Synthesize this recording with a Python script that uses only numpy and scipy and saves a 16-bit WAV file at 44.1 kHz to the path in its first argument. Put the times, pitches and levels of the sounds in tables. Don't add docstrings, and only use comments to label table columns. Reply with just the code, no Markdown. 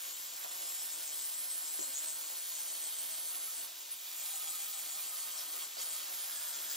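import sys
import numpy as np
from scipy import signal
from scipy.fft import rfft, irfft, next_fast_len
from scipy.io import wavfile
from scipy.ndimage import uniform_filter1d, map_coordinates

SR = 44100
rng = np.random.default_rng(int(sys.argv[2]) if len(sys.argv) > 2 else 0)


def boost(x):
    u = np.asarray(x, float) / 20
    return 10 ** u


def put_to_file(sound):
    columns = np.atleast_2d(sound).T
    safe = np.clip(columns, -1, 1)
    whole_steps = np.round(safe * 32767)
    wavfile.write(sys.argv[1], SR, whole_steps.astype(np.int16))


N = 298116


def evened(x):
    return x / np.sqrt(np.mean(x ** 2) + 1e-20)


def read(points, hz, axis=1):
    table = np.transpose(points)
    return np.interp(np.log(hz + 1), np.log(table[0] + 1), table[axis])


def coloured(x, spectrum):
    gain = boost(read(spectrum, np.fft.rfftfreq(N, 1 / SR)))
    return evened(irfft(rfft(x) * gain, N))


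def resonate(x, hz, width_hz):
    carrier = np.exp(2j * np.pi * np.cumsum(hz * np.ones(len(x))) / SR)
    pole = np.exp(-np.pi * width_hz / SR)
    return 2 * (carrier * signal.lfilter([1 - pole], [1, -pole], x / carrier)).real


def add(mix, start_s, sound):
    part = mix[round(start_s * SR):][:len(sound)]
    part += sound[:len(part)]


def grit(per_s, spread_db):
    chips = rng.random(N) < per_s / SR
    size_db = spread_db * np.minimum(rng.exponential(1, N), 4)
    return chips * rng.standard_normal(N) * boost(size_db)


def patches(shape, bins, frames):
    field = uniform_filter1d(rng.standard_normal(shape), size=bins, axis=0)
    return evened(uniform_filter1d(field, size=frames, axis=1))


def recoveries(cut):
    start_s, speed_hz, bite_db = np.vstack([cut, np.array(cut[-1]) + [.145, 0, 0]]).T
    top_s = start_s[:-1] + .47 * np.diff(start_s)
    top_hz = (speed_hz[:-1] + speed_hz[1:]) / 2 + 29.005
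    top_bite_db = -42 + 0.73 * ((bite_db[:-1] + bite_db[1:]) / 2 + 44.0)
    return np.transpose([top_s, top_hz, top_bite_db])


def motor_states():
    # start_s [s], speed_hz [Hz], bite_db [dB]
    first_cut = [(.006, 164.4, -43.5), (.143, 141.3, -47), (.33, 167.2, -49), (.502, 164.2, -43),
                 (.65, 166.7, -41.5), (.799, 155.6, -40.5), (.931, 151, -40.5), (1.088, 139.7, -43),
                 (1.215, 143, -40), (1.352, 152.4, -41), (1.518, 156.5, -40.5), (1.669, 148.8, -42),
                 (1.814, 140.7, -42), (1.964, 138, -43.5), (2.11, 144.2, -41.5), (2.256, 144.4, -44),
                 (2.403, 161.4, -42.5), (2.559, 147.5, -42), (2.701, 148.5, -42.5), (2.848, 150.5, -41),
                 (2.979, 152.9, -41), (3.13, 156.2, -40), (3.277, 155.7, -40.5), (3.404, 162.3, -38.5),
                 (3.577, 155, -40.5)]
    second_cut = [(4.194, 141.7, -42.5), (4.347, 156.4, -43), (4.483, 153, -41), (4.611, 156.4, -41.5),
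                  (4.772, 149.8, -43.5), (4.923, 143.3, -44.5), (5.071, 148.4, -43.5), (5.214, 156.2, -42),
                  (5.358, 149.1, -43.5), (5.496, 152.4, -43.5)]
    last_cut = [
        (5.912, 155, -38.5),
        (6.061, 163.8, -42.5),
        (6.214, 168.8, -39),
        (6.365, 152, -40.5),
        (6.559, 135.4, -46),
        (6.71, 138.8, -42.5),
    ]
    # start_s [s], speed_hz
    # [Hz], bite_db [dB]
    hand_eases = [
        (3.702, 177, -57),
        (3.821, 132.2, -57),
        (3.863, 136.8, -59),
        (3.948, 119.3, -57),
        (4.041, 130.7, -56),
        (4.088, 156.3, -48),
        (4.12, 171.6, -46),
                  (5.64, 151.7, -42.5),
        (5.689, 130.6, -58),
        (5.769, 150.8, -52),
        (5.799, 156.1, -40.5),
        (5.862, 170.4, -39),
    ]
    cuts = first_cut, second_cut, last_cut
    bottoms = np.vstack(cuts)
    tops = np.vstack([recoveries(cut) for cut in cuts])
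    eases = np.array(hand_eases)
    rows = np.vstack([np.c_[part, np.full(len(part), swing)]
                      for part, swing in [(bottoms, -1), (tops, 1), (eases, 0)]])
    return rows[np.argsort(rows[:, 0])].T


def control(name):
    stage_ends = [1.4, 2.3, 3.15, 3.9, 4.95, 5.72]
    # hiss_db [dB], fizz_db [dB], rumble_db [dB]
    stage_lifts = [(0, 0, -0.3), (-0.5, -0.5, 0.3), (0.3, -1.5, -0.5), (0.1, 0, -.7), (0.6, 2.5, -2.5),
                   (0.6, 1, -0.6), (1, 1, 0.7)]
    start_s, speed_hz, bite_db, swing = motor_states()
    missing_db = np.minimum(bite_db + 45, 0)
    stage = sum(np.clip((start_s - end_s) / 0.28 + .5, 0, 1) for end_s in stage_ends)
    hiss_db, fizz_db, rumble_db = (np.interp(stage, np.arange(len(stage_lifts)), lift)
                                   for lift in np.transpose(stage_lifts))
    values = dict(
        speed_hz=speed_hz,
        bite_db=bite_db,
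        hiss_db=hiss_db - 50 + 0.44 * swing + 0.18 * missing_db,
        fizz_db=fizz_db - 50 + 1.2 * swing + 0.29 * missing_db,
        rumble_db=rumble_db - 57 + 0.67 * swing + 0.38 * missing_db)
    return uniform_filter1d(np.interp(np.arange(N) / SR, start_s, values[name]), size=600)


def throb(turns, depth, third):
    return np.exp(depth * np.cos(2 * np.pi * turns) + third * np.cos(3 * 2 * np.pi * turns + 1))


def wear(turns):
    surface = rng.standard_normal((round(N / SR) * 256, 257))
    surface = uniform_filter1d(surface, size=5, axis=0)
    return evened(map_coordinates(surface, [turns, turns % 1 * 256], order=1))


def panel(x):
    # mode_hz [Hz], lift_db [dB]
    young_cut = [
        [(1050, 1), (1170, 6), (1490, 4), (3160, 5), (3350, 1), (6890, 10.5), (7460, 9), (9460, 3.5),
         (11020, -14), (11590, 1), (12540, -1), (13120, 4), (13650, 9), (14840, 5)],
        [(730, 13.5), (1170, 7), (1890, 3), (3370, 5.5), (5310, 8), (5480, 6), (6850, 8), (7580, 13.5),
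         (7760, 6), (9820, 8.1), (10120, 0), (10270, -3), (10980, -1), (11590, 6)],
        [(680, 0), (1030, -2), (2880, 0.5), (3350, 2), (4340, 1.5), (5180, 5), (8250, 2), (8530, 8.5),
         (8960, -4), (9390, 5), (13420, -1), (14840, 10), (15240, -4)],
        [(1030, 9), (1470, 4), (2040, 2), (3150, 4), (4190, 3.5), (5160, 7), (7630, 9), (8080, 10), (8550, 1),
         (9380, 11), (10080, 11), (11250, 7.5), (11580, 6), (14400, 4.9)],
        [(940, 11), (1410, 4), (2460, 2), (4170, 7), (6050, 4), (6610, 3.2), (6900, 7), (7420, -5), (7620, 9),
         (8060, 11), (9040, 6), (9760, 7), (10910, 6), (14820, 7)],
        [(2350, 1), (4340, 7), (6200, 7), (6880, 8.5), (7280, 3), (8320, 3), (9140, 5), (9500, 10),
         (10880, 4.7), (11490, 1), (13010, 7), (14360, 12)],
        [(650, 12), (790, 8), (1450, 4), (3170, 6.5), (4380, 6.5), (6340, 5), (8270, 10), (9100, 6), (9510, 8),
         (10900, 8), (11230, 4), (13350, 8), (14050, 6), (14800, 7)],
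    ]
    # mode_hz [Hz], lift_db [dB]
    long_cut = [
        [(690, 10), (1300, 8), (2110, 4), (4510, 4), (6350, 6), (7320, 3), (8430, 3), (9080, 5), (9690, 1),
         (10110, 7), (11210, 8.5), (14260, 6)],
        [(680, 13), (950, 12), (2370, 10), (3270, 2), (5300, 6), (10380, 4.0), (11190, 3), (12010, -3),
         (12710, 3.4), (14360, 7)],
        [(780, 13), (1270, 14.5), (2390, 6), (3320, 4.5), (6980, 9), (8000, 5), (8270, 7.5), (9200, 8),
         (10260, -2)],
        [(780, 6.5), (1100, 10), (1250, 11.5), (3240, 5), (4480, 6.5), (7430, 6), (7750, 1.5), (8460, 7),
         (9260, 9), (9490, 7), (10990, 4), (12240, 2), (13080, -2)],
        [(780, 5), (1250, 8.5), (2320, 3), (3240, 6.5), (4470, 5.5), (5290, 4), (6710, 9.5), (8150, -11),
         (8380, 1), (9480, 8), (10590, 4.2), (10980, -1), (13520, 1), (14690, 2)],
        [(1400, 12), (1700, 11), (3300, 4), (5030, 6.5), (5250, 2), (6330, 5), (7360, 6), (8010, -2), (8360, 6),
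         (9470, 9), (10550, 7.5), (14000, 6), (15120, 3), (15260, -2)],
    ]
    mode_shifts = [.45, .9, 1.4, 1.85, 2.3, 2.7, 3.15, 3.65, 4.12, 4.95, 5.7, 6.2]
    stages = [*young_cut, *long_cut]
    hz, t, z = signal.stft(x, SR, nperseg=2048, noverlap=1536)
    stage = sum(np.clip((t - shift_s) / 0.5 + .5, 0, 1) for shift_s in mode_shifts)
    rings = [sum((boost(1.07 * lift_db) - 1) / (1 + 2j * (hz - mode_hz) / (38 + 0.0048 * mode_hz))
                 for mode_hz, lift_db in modes) for modes in stages]
    fades = np.clip(1 - abs(stage - np.arange(len(stages))[:, None]), 0, 1)
    uneven = boost(2.0 * patches(z.shape, bins=6, frames=5) - 0.2)
    return signal.istft(z * (np.transpose(rings) @ fades) * uneven, SR, nperseg=2048, noverlap=1536)[1][:N]


def stand(turns):
    # band_hz [Hz], level_db [dB]
    stand_spectrum = [(30, -65), (160, -49), (310, -13), (600, -3.5), (1000, 2.5), (1600, 3), (2400, 2.5),
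                      (3500, -36)]
    near, left, right = (coloured(rng.standard_normal(N), stand_spectrum) for _ in range(3))
    orders = sum(boost(8 * (k in (5, 7))) * np.cos(2 * np.pi * k * turns + k * k) for k in range(4, 15))
    orders = coloured(orders, stand_spectrum)
    grip = boost(0.9 * (control("bite_db") + 49.5))
    loosening_db = .5 * np.arange(N) / SR
    level_db = -65.5 + 0.62 * (control("rumble_db") + 58.5) + loosening_db
    ringing = panel(0.53 * near + 0.29 * grip * orders)
    return boost(level_db) * (near + ringing + 0.39 * np.array([left, right]))


def slaps():
    # start_s [s], level_db [dB], pitch_hz [Hz]
    slap_events = [(.445, -23, 702), (.463, -49, 800), (.61, -30, 590), (1.446, -47, 506),
                   (1.789, -33, 1011), (1.791, -23, 360), (1.823, -28, 600), (1.835, -30, 900),
                   (1.877, -28.5, 546), (2.3, -35, 598), (2.339, -42, 696.7), (3.796, -47, 400),
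                   (3.851, -55, 512.3), (4.015, -57, 400), (5.435, -44, 575.5), (5.54, -32, 505.6),
                   (5.768, -26, 699), (5.78, -29, 533.5), (5.833, -48, 557), (5.915, -38, 603),
                   (5.935, -37, 601.6), (6.23, -41, 716)]
    out, t = np.zeros(N), np.arange(800) / SR
    for start_s, level_db, pitch_hz in slap_events:
        phase = 2 * np.pi * pitch_hz * t
        ring = np.sin(phase) + 0.35 * np.sin(1.68 * phase) + 0.18 * np.sin(3.7 * phase)
        rattle = evened(resonate(rng.standard_normal(800), pitch_hz, 700))
        decay = boost(level_db - 6.5 - 60 * t / 0.033)
        add(out, start_s, decay * (ring + 0.58 * rattle) * np.minimum(t / 0.001, 1))
    return signal.sosfilt(signal.butter(3, 280, "high", fs=SR, output="sos"), out)


def catches():
    # start_s [s], level_db [dB], pitch_hz [Hz], length_s [s]
    catch_events = [(4.9, -64, 7600, 0.014), (5.805, -36, 6980, 0.025), (5.765, -41, 4700, 0.042),
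                    (6.69, -42, 4700, 0.054), (1.2, -44, 13000, 0.052), (0.9, -45, 13000, 0.053),
                    (2, -56, 600, 0.084), (0.37, -51, 14400, 0.063), (6.68, -38, 15030, 0.07),
                    (3.795, -45, 7350, 0.033), (5.34, -43, 5500, 0.11), (3.9, -32, 9800, 0.041),
                    (6.53, -60, 7400, 0.037), (3.975, -50, 3690, 0.03), (5.58, -44.5, 3300, 0.064)]
    out = np.zeros(N)
    for start_s, level_db, pitch_hz, length_s in catch_events:
        count = round(length_s * SR)
        chirp = evened(resonate(rng.standard_normal(size=6000), pitch_hz, 390))[:count]
        add(out, start_s, boost(level_db - 5.0) * chirp * np.hanning(count))
    return out


def rumble(turns):
    # band_hz [Hz], level_db [dB]
    rumble_spectrum = [(30, -77), (100, -22), (170, -25.5), (250, -5.5), (350, -5), (500, -2.5), (700, 2),
                       (1000, -1.5), (1500, -2.5), (2200, -9.5), (3000, -12.5)]
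    # order [multiple of shaft speed], level_db [dB]
    shaft_orders = [(2, -19), (3, -15.5), (4, -14), (6, -12), (10, -17.5)]
    drum = coloured(throb(turns, depth=0.75, third=0.05) * rng.standard_normal(N), rumble_spectrum)
    lines = sum(boost(level_db) * np.sin(2 * np.pi * round(order) * turns + order)
                for order, level_db in shaft_orders)
    return boost(control("rumble_db") + 3.0) * (drum + lines)


def casing(turns):
    # band_hz [Hz], level_db [dB]
    casing_spectrum = [(1200, -24.5), (2000, -7), (2700, -3.5), (3200, 0), (4500, 0), (6000, -0.5),
                       (8000, 1.5), (10000, 1), (12000, -37)]
    # band_hz [Hz], level_db [dB]
    fizz_spectrum = [(8000, -23), (10000, 5.5), (12000, 9), (14000, 4), (15500, 4.5), (17000, -4)]
    rasp = evened(grit(per_s=30000, spread_db=-0.5)) + .5 * wear(turns)
    hiss = coloured(throb(turns, depth=0.016, third=0.049) * rasp, casing_spectrum)
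    chips = grit(per_s=22000, spread_db=2.2)
    fizz = coloured(throb(turns, depth=0.22, third=0.052) * chips, fizz_spectrum)
    return boost(control("hiss_db") + 5.0) * hiss + boost(control("fizz_db") + 4.5) * fizz


def squeal(speed_hz, turns):
    centre_hz = 9250 + 88 * (speed_hz - 165)
    chips = evened(grit(per_s=19000, spread_db=-4.0))
    depth = np.clip(.75 + .017 * (165 - speed_hz), .3, 1.2)
    scrape = throb(turns, depth, third=.3) * (wear(turns) + .35 * chips)
    band = resonate(resonate(scrape, centre_hz, 2020), centre_hz, 2020)
    energy = boost(2 * control("bite_db")) - boost(2 * (control("hiss_db") + 1.5))
    return np.sqrt(np.maximum(energy, 1e-8)) * boost(0.1) * evened(band)


def chatter(x):
    _, _, z = signal.stft(x, SR, nperseg=512)
    field_db = 0.74 * patches(z.shape, bins=3, frames=12)
    field_db += 0.5 * patches(z.shape, bins=70, frames=6)
    field_db += 1.01 * patches(z.shape, bins=150, frames=1)
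    return signal.istft(z * evened(boost(field_db)), SR, nperseg=512)[1][:N]


def ports(x):
    # band_hz [Hz], right_lead [rad], likeness [0-1], left_minus_right_db [dB]
    port_table = [(100, 3.65, 0.6, 0), (400, 3.02, 0.72, -1), (800, 3.58, 0.7, -2), (1230, 3.8, 0.56, -3),
                  (1830, 4.59, 0.93, -4), (2410, 5, 0.93, -0.5), (2940, 5.65, 0.93, -2.5),
                  (5000, 5.9, 0.87, 1), (7220, 7.54, 0.81, 4.5), (7630, 8.24, 0.29, 3),
                  (9380, 9, 0.83, 0.5), (10240, 9.55, 0.85, -3), (12000, 10.83, 0.59, -2),
                  (13300, 12, 0.87, -1)]
    size, t = next_fast_len(N + 8192), np.arange(4096) / SR
    hz, side = np.fft.rfftfreq(size, 1 / SR), np.array([[-.5], [.5]])
    tails = rng.standard_normal((2, 2, 4096)) * boost(-60 * t / 0.068) * np.clip(t / 0.0061 - 1, 0, 1)
    walls = np.exp(1j * np.angle(rfft(tails, size)))
    drift = 2 * np.pi * .9 * np.arange(N) / SR
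    scatter = rfft(x * np.cos(drift), size) * walls[0] + rfft(x * np.sin(drift), size) * walls[1]
    direct = rfft(x, size) * np.exp(1j * side * read(port_table, hz))
    same = np.clip(read(port_table, hz, axis=2), 0, 1)
    balance = boost(-side * read(port_table, hz, axis=3))
    return irfft((np.sqrt(same) * direct + np.sqrt(1 - same) * scatter) * balance, size)[:, :N]


def scene():
    slap_gains = [
        [.58],
        [-0.49],
    ]
    speed_hz = control("speed_hz")
    turns = np.cumsum(speed_hz) / SR
    load = boost(0.21 * (174.0 - speed_hz) + 1.02 * (control("bite_db") + 46.0))
    slap = slaps()
    cut, hiss = squeal(speed_hz, turns), casing(turns)
    sheet = panel(0.56 * cut + 0.57 * load * hiss)
    saw = boost(-1.5) * (0.82 * cut + hiss + sheet)
    heard = ports(chatter(saw + rumble(turns)) + catches() + 0.47 * slap)
    return heard + np.array(slap_gains) * slap + stand(turns)


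def roll_off(x):
    return signal.sosfilt(signal.butter(12, 16720, fs=SR, output="sos"), x)


def record(dry):
    lowpass = signal.firwin(511, 15740, window=("kaiser", 9), fs=SR)
    limited = signal.oaconvolve(dry, lowpass[None], "same")
    return roll_off(limited)


dry = scene()
out = record(dry)
put_to_file(out)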